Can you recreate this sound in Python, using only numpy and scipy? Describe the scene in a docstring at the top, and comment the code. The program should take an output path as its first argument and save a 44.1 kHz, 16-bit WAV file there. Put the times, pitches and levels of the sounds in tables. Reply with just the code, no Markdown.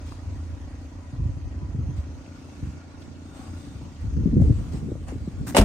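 """A van engine throbs and drones while wind buffets and pops on a hand-held camera, over a far hiss.
Clothes and shoe soles rustle; then gas struts hiss, a tailgate's seal rubs and it slams with a boom.
The engine is a train of pulses ringing a pipe, plus a sine drone; wind is shaped noise plus falling sines.
The hiss, rustles, struts and seal are coloured noise whose levels follow tables over time.
The slam is a run of noise clatters and fading sines, for the metal panel and the air in the cabin."""
import sys
import numpy as np
from scipy import signal
from scipy.fft import rfft, irfft, next_fast_len
from scipy.io import wavfile
from scipy.ndimage import uniform_filter1d, map_coordinates

SR = 44100
rng = np.random.default_rng(int(sys.argv[2]) if len(sys.argv) > 2 else 0)


def materialize(psi):
    """Save the field psi as 16-bit PCM at rate SR to the path in sys.argv[1].

    A 1-D psi becomes a single channel; in a 2-D psi each row is a channel.
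    """
    bounded = np.clip(np.atleast_2d(psi).T, -1, 1)
    quanta = np.round(bounded * 32767).astype(np.int16)
    wavfile.write(sys.argv[1], SR, quanta)


N = 248724  # length in samples
FIRING_HZ = 28.68  # engine firings per second

# How alike left and right are in the hisses: f/Hz, likeness (0 unrelated, 1 identical)
HISS_LIKENESS = [(300, 0.42), (550, 0.8), (1650, .3), (4000, 0.15), (8000, 0.27), (11000, .3), (13000, .8)]


def amp(db):
    """Turns decibels into a plain multiplier."""
    return 10 ** (np.asarray(db) / 20)


def unit(x):
    """Scales a sound to an rms (average strength) of 1."""
    return x / np.sqrt(np.mean(x ** 2) + 1e-20)


def along(points, hz):
    """Reads a curve of (f/Hz, value) points, with frequency on a log axis."""
    f, value = np.transpose(points)
    return np.interp(np.log(hz + 1), np.log(f + 1), value)


def curves(rows):
    """Gives one value per sample for each column after the time."""
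    s, *columns = np.transpose(rows)
    return [np.interp(np.arange(N) / SR, s, column) for column in columns]


def wobble(rate):
    """Draws a smooth random curve through `rate` random points a second."""
    knots = rng.standard_normal(int(N * rate / SR) + 4)
    return map_coordinates(knots, [np.arange(N) * rate / SR])


def filtered(x, response):
    """Multiplies the spectrum of x by a response, which may be complex, at each frequency."""
    m = next_fast_len(x.shape[-1] + SR // 4)
    spectrum = rfft(x, m) * response(np.fft.rfftfreq(m, 1 / SR))
    return irfft(spectrum, m)[..., :x.shape[-1]]


def rush(spectrum, likeness, size=None, patchy_db=0):
    """Makes stereo noise of rms 1 with a given colour, left-right likeness and patches of random gain."""
    z = signal.stft(rng.standard_normal((2, size or N)), nperseg=512)[2]
    field = rng.standard_normal(z.shape[1:])
    field = uniform_filter1d(uniform_filter1d(field, 4, 0), 8, 1)
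    patchy = z * amp(patchy_db * unit(field))
    pair = signal.istft(patchy, nperseg=512)[1][:, :size or N]

    def colour_and_share(hz):
        turn = np.arccos(along(likeness, hz)) / 2  # splits the power between middle and side
        return amp(along(spectrum, hz)) * [np.cos(turn), np.sin(turn)]

    mid, side = filtered(pair, colour_and_share)
    return unit(np.array([mid + side, mid - side]))


def evened(x, seconds):
    """Flattens the sound's own swells that are slower than the given time."""
    power = uniform_filter1d(np.mean(x ** 2, 0), int(seconds * SR))
    return unit(x / np.sqrt(np.abs(power) + .1))


def add(track, s, sound):
    """Mixes a short sound into a track at time s."""
    part = track[:, round(s * SR):][:, :sound.shape[-1]]
    part += sound[..., :part.shape[1]]


def engine():
    """Firings a little uneven in size and timing ring the exhaust pipe; a drone sounds at three times their rate."""
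    # Exhaust pipe resonances: f/Hz, width/Hz, level/dB
    exhaust = [(55, 14, -11.5), (86.7, 12, 3.5), (138.2, 33, -6), (268.3, 75.3, -1.5), (340.7, 31, -18.5),
               (403, 190, -25), (548.6, 60, -22), (779, 27, -20)]
    # Loudness as the lowered tailgate screens the engine: t/s, throb level/dB, drone level/dB
    idle = [(0, -41.5, -35.5), (1.1, -44, -38), (2, -44, -37.5), (2.3, -44, -57), (3.2, -43.5, -50),
            (3.5, -41.5, -33.5), (3.7, -42.5, -47), (4.1, -52, -51.5), (5.64, -42, -52)]
    s = np.arange(0.010926, N / SR - .01, 1 / FIRING_HZ)  # firing times, s
    jitter, size = rng.standard_normal((len(s), 2)).T
    firing_samples = ((s + 0.00014 * jitter) * SR).astype(int)
    pulses = np.bincount(firing_samples, amp(2.1 * size), N)

    def pipe(f):
        # Squaring makes each resonance act twice: a soft start and dark valleys
        return sum(amp(db) * (1j * f * w / (c * c - f * f + 1j * f * w)) ** 2 for c, w, db in exhaust)

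    throb_db, drone_db = curves(idle)
    throb = unit(filtered(pulses, pipe)) * amp(throb_db + 0.38 * wobble(5.6))
    drone_phase = 2 * np.pi * 3 * FIRING_HZ * np.arange(N) / SR + 1.5 * wobble(6.12)
    drone = np.sin(drone_phase) * amp(drone_db + 1.3 * wobble(2.8))
    both = throb + drone
    return np.array([both, np.roll(both, -2)])  # two samples sooner on the right


def wind():
    """Turbulence on the microphone ports: low buffets, lumpy flutter, and single eddies that pop or crack."""
    # Gusts: t/s, buffet level/dB, flutter level/dB
    gusts = [(0, -37.5, -52.5), (.24, -37.5, -56), (.35, -34, -49), (1.12, -41, -52.5), (1.22, -26, -60),
             (1.33, -31.5, -53), (1.55, -32, -45.5), (1.72, -31.5, -51), (1.8, -24.5, -40), (1.9, -33, -40),
             (2.0, -29, -51.5), (2.15, -40.5, -49.5), (2.56, -49, -46.5), (2.65, -30, -41),
             (2.85, -55.5, -52), (3.3, -45.5, -48), (3.55, -42.5, -43), (3.98, -38.5, -45),
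             (4.04, -29, -48.5), (4.2, -22, -28.5), (4.31, -23.5, -31), (4.44, -15, -21.5),
             (4.53, -20.5, -34.5), (4.6, -31.5, -37.5), (4.7, -28, -37), (4.86, -35, -30),
             (4.95, -34.5, -36.5), (5.03, -37, -45), (5.12, -33.5, -44), (5.33, -38, -44),
             (5.42, -29.5, -36), (5.5, -39, -33.5)]
    # Colour of the low buffet: f/Hz, relative level per Hz/dB
    rumble = [(12, -45), (20, -48.5), (43, -5), (83, 0), (151, -25), (168, -36.5), (200, -33.5), (260, -56),
              (440, -120)]
    # Colour of the flutter: f/Hz, relative level per Hz/dB
    flutter_colour = [(65, -46), (110, 3), (221, -2), (287, -3.5), (369, -13), (503, -21.5), (728, -44),
                      (1200, -64), (1560, -89.5), (2640, -120)]
    # Eddies bursting on the ports: t/s, strength/dB, end pitch/Hz, time to fade by 60 dB/s, left over right/dB
    pops = [(.275, -19, 70, .1, 3), (0.656, -20, 68.4, 0.063, 5), (1.128, -21, 120, 0.1, 2),
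            (1.194, -14.5, 97, 0.15, 0), (1.252, -14, 105.4, 0.13, 0), (1.29, -13, 70, 0.11, -3),
            (1.367, -19, 70, 0.11, 4), (1.445, -16.5, 69.3, 0.1, 4), (1.622, -18, 134, 0.099, -2),
            (1.686, -30, 156, 0.13, 0.0), (1.745, -8, 112.5, 0.055, -1), (1.786, -10.5, 100, 0.11, 2),
            (1.825, -15, 74.5, 0.062, 0), (1.882, -20, 130, 0.16, -5), (1.976, -16, 76.6, 0.18, -0.5),
            (2.085, -22, 73.5, 0.088, 0), (2.626, -12.5, 90, 0.079, 1), (2.67, -5.5, 62.3, 0.025, -2),
            (3.751, -17, 61.9, 0.08, 1), (4.041, -19, 108.5, 0.17, 5), (4.165, -12, 113, 0.097, -1.5),
            (4.255, -7, 157.7, 0.11, 7.5), (4.328, -12, 208.8, 0.17, -0.5), (4.365, -3.5, 189, 0.093, 2.5),
            (4.396, -5.5, 115, 0.077, -4), (4.411, -0.5, 96.4, 0.056, 12.5), (4.44, -7, 76, 0.11, -5),
            (4.495, -1, 109.4, 0.082, 4.5), (4.734, -14.5, 124.5, 0.1, -4), (4.885, -13.5, 241, 0.033, 6),
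            (4.917, 1, 181, 0.014, 6), (4.955, -10.5, 91, 0.024, 0), (5.086, -16.5, 68.5, 0.066, 2),
            (5.119, -18.5, 268, 0.052, 2), (5.153, -23.5, 233, 0.063, -1), (5.204, -18, 67.5, 0.25, -1),
            (5.275, -2.5, 127, 0.027, 1.5), (5.405, -11.5, 70, 0.093, 0), (5.471, -25, 93, 0.07, -1)]
    # The sharpest eddies crack: t/s, strength/dB
    snaps = [(4.176, -38), (4.258, -32), (4.338, -32), (4.4, -23.5), (4.42, -17.5), (4.496, -29),
             (4.755, -36), (4.885, -33), (4.925, -31.5), (4.954, -26), (5.12, -39), (5.272, -32.5)]
    # Balance of buffet and flutter: t/s, left over right/dB
    side_wind = [(0, -2), (.75, -1.5), (2.39, -3.5), (2.73, -2.5), (3.08, -18.5), (3.3, -1), (4.27, 0),
                 (5.5, -1)]

    buffet_db, flutter_db = curves(gusts)
    lumps = wobble(21.88)
    buffet = evened(rush(rumble, [(40, 0.91), (120, 0.77)]), 0.063)
    buffet = unit(amp(2.2 * lumps) * buffet)
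    flutter = evened(rush(flutter_colour, [(130, 0.73), (700, 0.75)]), 0.019)
    flutter = unit(amp(0.63 * lumps + 2.54 * wobble(55)) * flutter)

    eddies, stir = np.zeros((2, N)), np.zeros((1, N))
    t = np.arange(SR // 5) / SR
    for s, db, hz, t60, pan_db in pops:
        cycles = hz * (t + 0.00807 * (1 - np.exp(-t / 0.0039)))  # the pitch falls as the eddy spreads
        lead = rng.normal(-0.016, 0.025)  # cycles; half the shift between the two ports
        burst = amp(db - 60 * t / t60) * (1 - np.exp(-t / 0.0047)) ** 2
        pop = -np.sin(2 * np.pi * (cycles + [[lead], [-lead]])) * burst
        add(eddies, s, pop * amp([[pan_db / 2], [-pan_db / 2]]))
        # Each pop also stirs up flutter under its own envelope, more for high pops
        add(stir, s, amp(-14 + 8 * np.log2(hz / 120)) * burst)
    for s, db in snaps:
        envelope = np.exp(-t / 0.0026) * (1 - np.exp(-t / 0.0011))
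        add(eddies, s, amp(db) * np.sin(2 * np.pi * 547 * t) * envelope)

    air = amp(buffet_db) * buffet + (amp(flutter_db) + stir) * flutter
    balance_db = curves(side_wind)[0]
    return air * amp(balance_db * [[.5], [-.5]]) + eddies


def yard():
    """A far hiss pulses faintly with the firings; its colour changes as the camera moves."""
    # Colour of distant traffic and engine hiss: f/Hz, relative level per Hz/dB
    hiss_colour = [(210, -22.5), (350, 1), (506, -14), (557, -0.5), (584, -3), (779, -26.5), (885, -4),
                   (1040, -12.5), (1680, -13), (1910, -13.5), (3670, -19), (6330, -15.5), (16000, -68)]
    # Hiss over time: t/s, level/dB, camera place (0 back, 1 under the tailgate)
    hiss_levels = [(0, -55.5, 0.64), (.5, -58, 0.43), (1.8, -59.5, 0), (2.2, -56, 1), (3.3, -57.5, 1),
                   (4, -56, 0.76), (5, -61, 0.78), (5.64, -57, 1)]
    # Bands lifted by the load bay, one list for each place: f/Hz, width/Hz, lift/dB
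    ridges = [
        [(770, 40, 0), (989.4, 25, 20), (1905, 67, 13), (2530, 80, 8), (3200, 90, 7.5), (4210, 90, 8),
         (4710, 250, 5), (5800, 150, 0), (6330, 250, 4), (7260, 90, 10)],
        [(516, 17, 2.5), (1423, 120, 9.5), (2250, 110, 5), (2680, 270, 4), (4180, 80, 6.5), (4690, 250, 4.5),
         (6260, 150, 4)],
    ]
    level_db, place = curves(hiss_levels)
    beat = np.cos(2 * np.pi * FIRING_HZ * (np.arange(N) / SR - .022))
    hiss = rush(hiss_colour, HISS_LIKENESS, patchy_db=2.5)

    def lifted(bay):
        return filtered(hiss, lambda f: amp(sum(db * np.exp(-2 * ((f - c) / w) ** 2) for c, w, db in bay)))

    back, under = lifted(ridges[0]), lifted(ridges[1])
    level = amp(level_db + 1.3 * beat + 0.3 * wobble(20))
    return level * ((1 - place) * back + place * under)


def handling():
    """Clothes and soles make a grainy swish and a duller scrape that move together; a few ticks stand out."""
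    # Constant stirring of clothes and soles: t/s, swish level/dB, scrape level/dB
    rustle = [(0, -63, -55.5), (1.6, -68.5, -56), (2.3, -66, -56.5), (2.68, -60.5, -55), (2.8, -69, -57),
              (3.3, -65, -57), (3.6, -57.5, -54.5), (3.94, -65.5, -59.5), (4.36, -63.5, -57.5),
              (4.6, -56.5, -51.5), (4.9, -63, -56), (5.44, -61.5, -57)]
    # Single brushes of cloth: start t/s, hold/s, swish level/dB, scrape level/dB
    brushes = [(0.052, 0.056, -56.5, -54), (1.955, 0.019, -60.5, -59), (2.987, 0.038, -63, -62),
               (3.334, 0.13, -58.5, -54), (3.996, .03, -62, -57), (4.402, 0.038, -58, -53),
               (4.71, 0.053, -55.5, -51.5), (5.067, .012, -53, -44)]
    # Colour of the swish: f/Hz, relative level per Hz/dB
    cloth = [(1180, -27), (2000, -2.5), (4260, 1.5), (6360, -1.5), (7570, 0), (8480, -3), (9660, -2),
             (10900, -28), (13000, -15.5), (15100, -9.5), (16000, -24)]
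    # Colour of the scrape: f/Hz, relative level per Hz/dB
    scrape_colour = [(240, -29), (500, 2), (781, 0), (950, -5), (1130, -2.5), (1500, -8), (3000, -17),
                     (4500, -57), (6600, -120)]
    # Small hard contacts: t/s, strength/dB, time to fade by 60 dB/s, centre f/Hz
    ticks = [(0.1216, -36.5, 0.019, 1140), (2.261, -48, 0.028, 2500), (2.487, -41.5, .015, 800),
             (3.019, -51.5, 0.077, 3380), (3.022, -56, .04, 5600), (4.167, -40.5, 0.012, 1550),
             (5.0842, -36.5, 0.0067, 7800), (5.086, -46.5, .03, 3020), (5.47, -39.5, 0.057, 1510),
             (5.522, -42, 0.028, 1880)]

    levels, now = amp(curves(rustle)), np.arange(N) / SR
    rise_s, fall_db_per_s = 0.017, 246
    for s, hold, swish_db, scrape_db in brushes:
        rise = np.clip((now - s) / rise_s, 0, 1)
        fall = amp(-fall_db_per_s * np.maximum(now - s - rise_s - hold, 0))
        levels = np.hypot(levels, amp([[swish_db], [scrape_db]]) * rise * fall)

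    grain = amp(0.79 * wobble(400))
    swish_likeness = [(3000, 0.17), (8000, 0.22), (11000, .35), (13000, 0.94)]
    swish = unit(grain * rush(cloth, swish_likeness, patchy_db=2.7))
    scrape = unit(grain * rush(scrape_colour, [(500, 0.67), (2000, 0.054)], patchy_db=2.0))
    out = levels[0] * swish + levels[1] * scrape

    t = np.arange(SR // 10) / SR
    for s, db, t60, hz in ticks:
        band = [(hz / 3, -40), (hz / 1.3, -5), (hz, 0), (hz * 1.2, -5), (hz * 1.6, -40)]
        envelope = amp(db - 60 * t / t60) * (1 - np.exp(-t / 0.0007))
        add(out, s, rush(band, [(1000, 0.66)], size=len(t)) * envelope)
    return out


def struts():
    """As the tailgate starts down, gas squeezed through the pistons hisses in narrow bands and the seals rub."""
    # Strut sounds over time: t/s, gas hiss level/dB, rub level/dB
    strut_levels = [(3.15, -83, -90), (3.27, -67, -82), (3.35, -62, -71), (3.42, -69, -50), (3.5, -75, -57),
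                    (3.58, -65, -76), (3.72, -67, -83), (3.95, -72, -85), (4.1, -90.5, -86)]
    # Bands of the gas hiss: f/Hz, width/Hz, level/dB
    gas = [(3600, 250, 6), (8250, 410, -1), (14400, 300, -10.5)]
    # Bands of the strut seals dragging on their rods: f/Hz, width/Hz, level/dB
    rub_bands = [(790, 70, 2), (1110, 70, 4.5), (1310, 80, -6.5), (2050, 80, -16)]

    def banded(table):
        noise = rush([(500, 0.019), (16000, 0)], HISS_LIKENESS)  # almost flat
        bands = lambda f: sum(amp(db) / (1 + (2 * (f - c) / w) ** 2) for c, w, db in table)
        return unit(filtered(noise, bands))

    hiss, rub = banded(gas), banded(rub_bands)
    hiss_db, rub_db = curves(strut_levels)
    return amp(hiss_db + 1.6 * wobble(25)) * hiss + amp(rub_db + 2.2 * wobble(40)) * rub


def slam():
    """The seal wipes the frame, each metal contact clatters and rings the panel anew, and the cabin air booms."""
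    # Rubber seal wiping the frame: t/s, level/dB
    seal = [(5.45, -87), (5.463, -62), (5.468, -46), (5.48, -37.5), (5.5, -40.5), (5.51, -42), (5.514, -49),
            (5.54, -51), (5.56, -87)]
    # Colour of the wipe: f/Hz, relative level per Hz/dB
    wipe_colour = [(410, -32), (700, -1), (1890, -6.5), (3240, -13.5), (5990, -10), (6320, -10),
                   (8990, -11), (10400, -9), (10900, -32.5), (13000, -11), (16000, -16.5)]
    # Latch and frame contacts: t/s, strength/dB, time for the clatter to fade by 60 dB/s,
    # clatter tilt/dB per octave, panel ring against the strength/dB, extra on modes under 450 Hz/dB
    blows = [(5.547, -8, 0.036, -4, -22, -3), (5.555, -15.5, 0.041, -5, -13, -1),
             (5.560, -20.5, 0.082, 3, -22.5, -10), (5.5668, -1, 0.031, 0.5, -14, -11.5),
             (5.5748, -11, 0.04, -4.5, -30, 0.5), (5.5795, -10, 0.042, -1.5, -22, -5.5),
             (5.5821, -8.5, 0.066, 0.5, -14.5, 6), (5.589, -11.5, 0.079, -16, -20.5, 0),
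             (5.611, -20.5, 0.056, 0, -4, -14), (5.6166, -18.5, 0.1, -4, -11, 5)]
    # Colour of the clatter before its tilt: f/Hz, relative level per Hz/dB
    clatter_colour = [(350, -29.5), (600, -0.5), (906, -11.5), (1260, -11), (1490, -14.5), (2570, -12),
                      (2800, -9), (3040, -15), (7110, -22.5), (8270, -21), (9890, -19.5), (11200, -43.5),
                      (11800, -28), (14700, -30), (16000, -33)]
    # Tailgate modes, the pitches it rings at: f/Hz, level before random scatter/dB, time to fade by 60 dB/s
    panel = [(137.7, -8.5, 0.14), (210.5, 4, 0.97), (273.4, 2.5, 0.19), (389, 7, 0.056), (484, 3.5, 0.038),
             (610, 4.5, 0.032), (640, -8, .12), (670, -11.5, .08), (897, 0, 0.063), (1066, -4, 0.054),
             (1323, -15, 0.18), (1520, -6.5, 0.036), (2200, -23.5, 0.048), (2800, -19, 0.065),
             (3900, -16.5, 0.04), (3890, -30.5, 0.093), (5000, -6.5, .025), (6800, -23, 0.063),
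             (8000, -21, .04), (10300, -25, .04)]
    # Cabin air squeezed as the seal closes: t/s, strength/dB, f/Hz, time to fade by 60 dB/s
    boom = [(5.592, -6.5, 45.5, 0.4), (5.593, -8.5, 82, 0.19)]

    out, t = np.zeros((2, N)), np.arange(SR // 8) / SR
    likeness = [(700, .8), (1500, 0.22), (3000, 0.17), (6000, 0.17), (8000, 0.51), (13000, 0.75)]
    for s, db, t60, tilt_db, panel_db, deep_db in blows:
        colour = [(hz, level + tilt_db * np.log2(hz / 2000)) for hz, level in clatter_colour]
        fade = amp(-6.5 - 60 * t / t60 + 2.2 * wobble(600)[:len(t)])
        fade = fade + amp(-21.5 - 60 * t / 0.17)  # the yard and the loose load rattle on
        clatter = rush(colour, likeness, size=len(t)) * fade
        scatter_db = rng.normal(0, 1.5, (len(panel), 2, 1))  # each mode, each side
        ring = 0
        for k, (hz, level, decay) in enumerate(panel):
            mode_db = level + deep_db * (hz < 450) + scatter_db[k] - 60 * t / decay
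            ring = ring + (-1) ** k * amp(mode_db) * np.sin(2 * np.pi * hz * t)
        add(out, s, amp(db) * (clatter * (1 - np.exp(-t / 0.001)) + amp(panel_db) * ring))

    wipe = rush(wipe_colour, [(1000, 0.73), (3000, .2), (8000, .45), (13000, .9)])
    out += amp(curves(seal)[0] + 1.5 * wobble(380)) * wipe
    for s, db, hz, t60 in boom:
        envelope = amp(db - 60 * t / t60) * (1 - np.exp(-t / .002))
        add(out, s, envelope * np.sin(2 * np.pi * hz * t))
    return out


def scene():
    """Adds all the sources together."""
    return engine() + wind() + yard() + handling() + struts() + slam()


def record(dry):
    """Two ports on a small case; the camera cuts the deepest bass, rounds off peaks and limits the treble."""
    # The case delays treble to the left port: f/Hz, left lead/radians, left over right/dB
    ports = [(100, 0, 1.1), (1000, 0.98, 1), (2200, .5, -2.5), (3960, -2, -1), (5250, -5, 1), (8350, -6, 5),
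             (10600, -9, -6.5), (12600, -10, 3), (15400, -15.5, -3)]
    f, lead, pan_db = np.transpose(ports)

    def half(hz):  # half of the difference between the ports
        return amp(np.interp(hz, f, pan_db) / 2) * np.exp(.5j * np.interp(hz, f, lead))

    def bass_cut_and_ports(hz):
        return (1j * hz / (1j * hz + 25)) ** 2 * [half(hz), 1 / half(hz)]

    x = np.pad(dry, ((0, 0), (0, 2048)), "linear_ramp")  # lets the end die away smoothly
    x = filtered(x, bass_cut_and_ports)
    x = x / (1 + np.abs(x / .95) ** 4) ** (1 / 4)  # peaks bend over towards 0.95
    return filtered(x, lambda hz: hz < 15800)[:, :N]


dry = scene()
out = record(dry)
materialize(out)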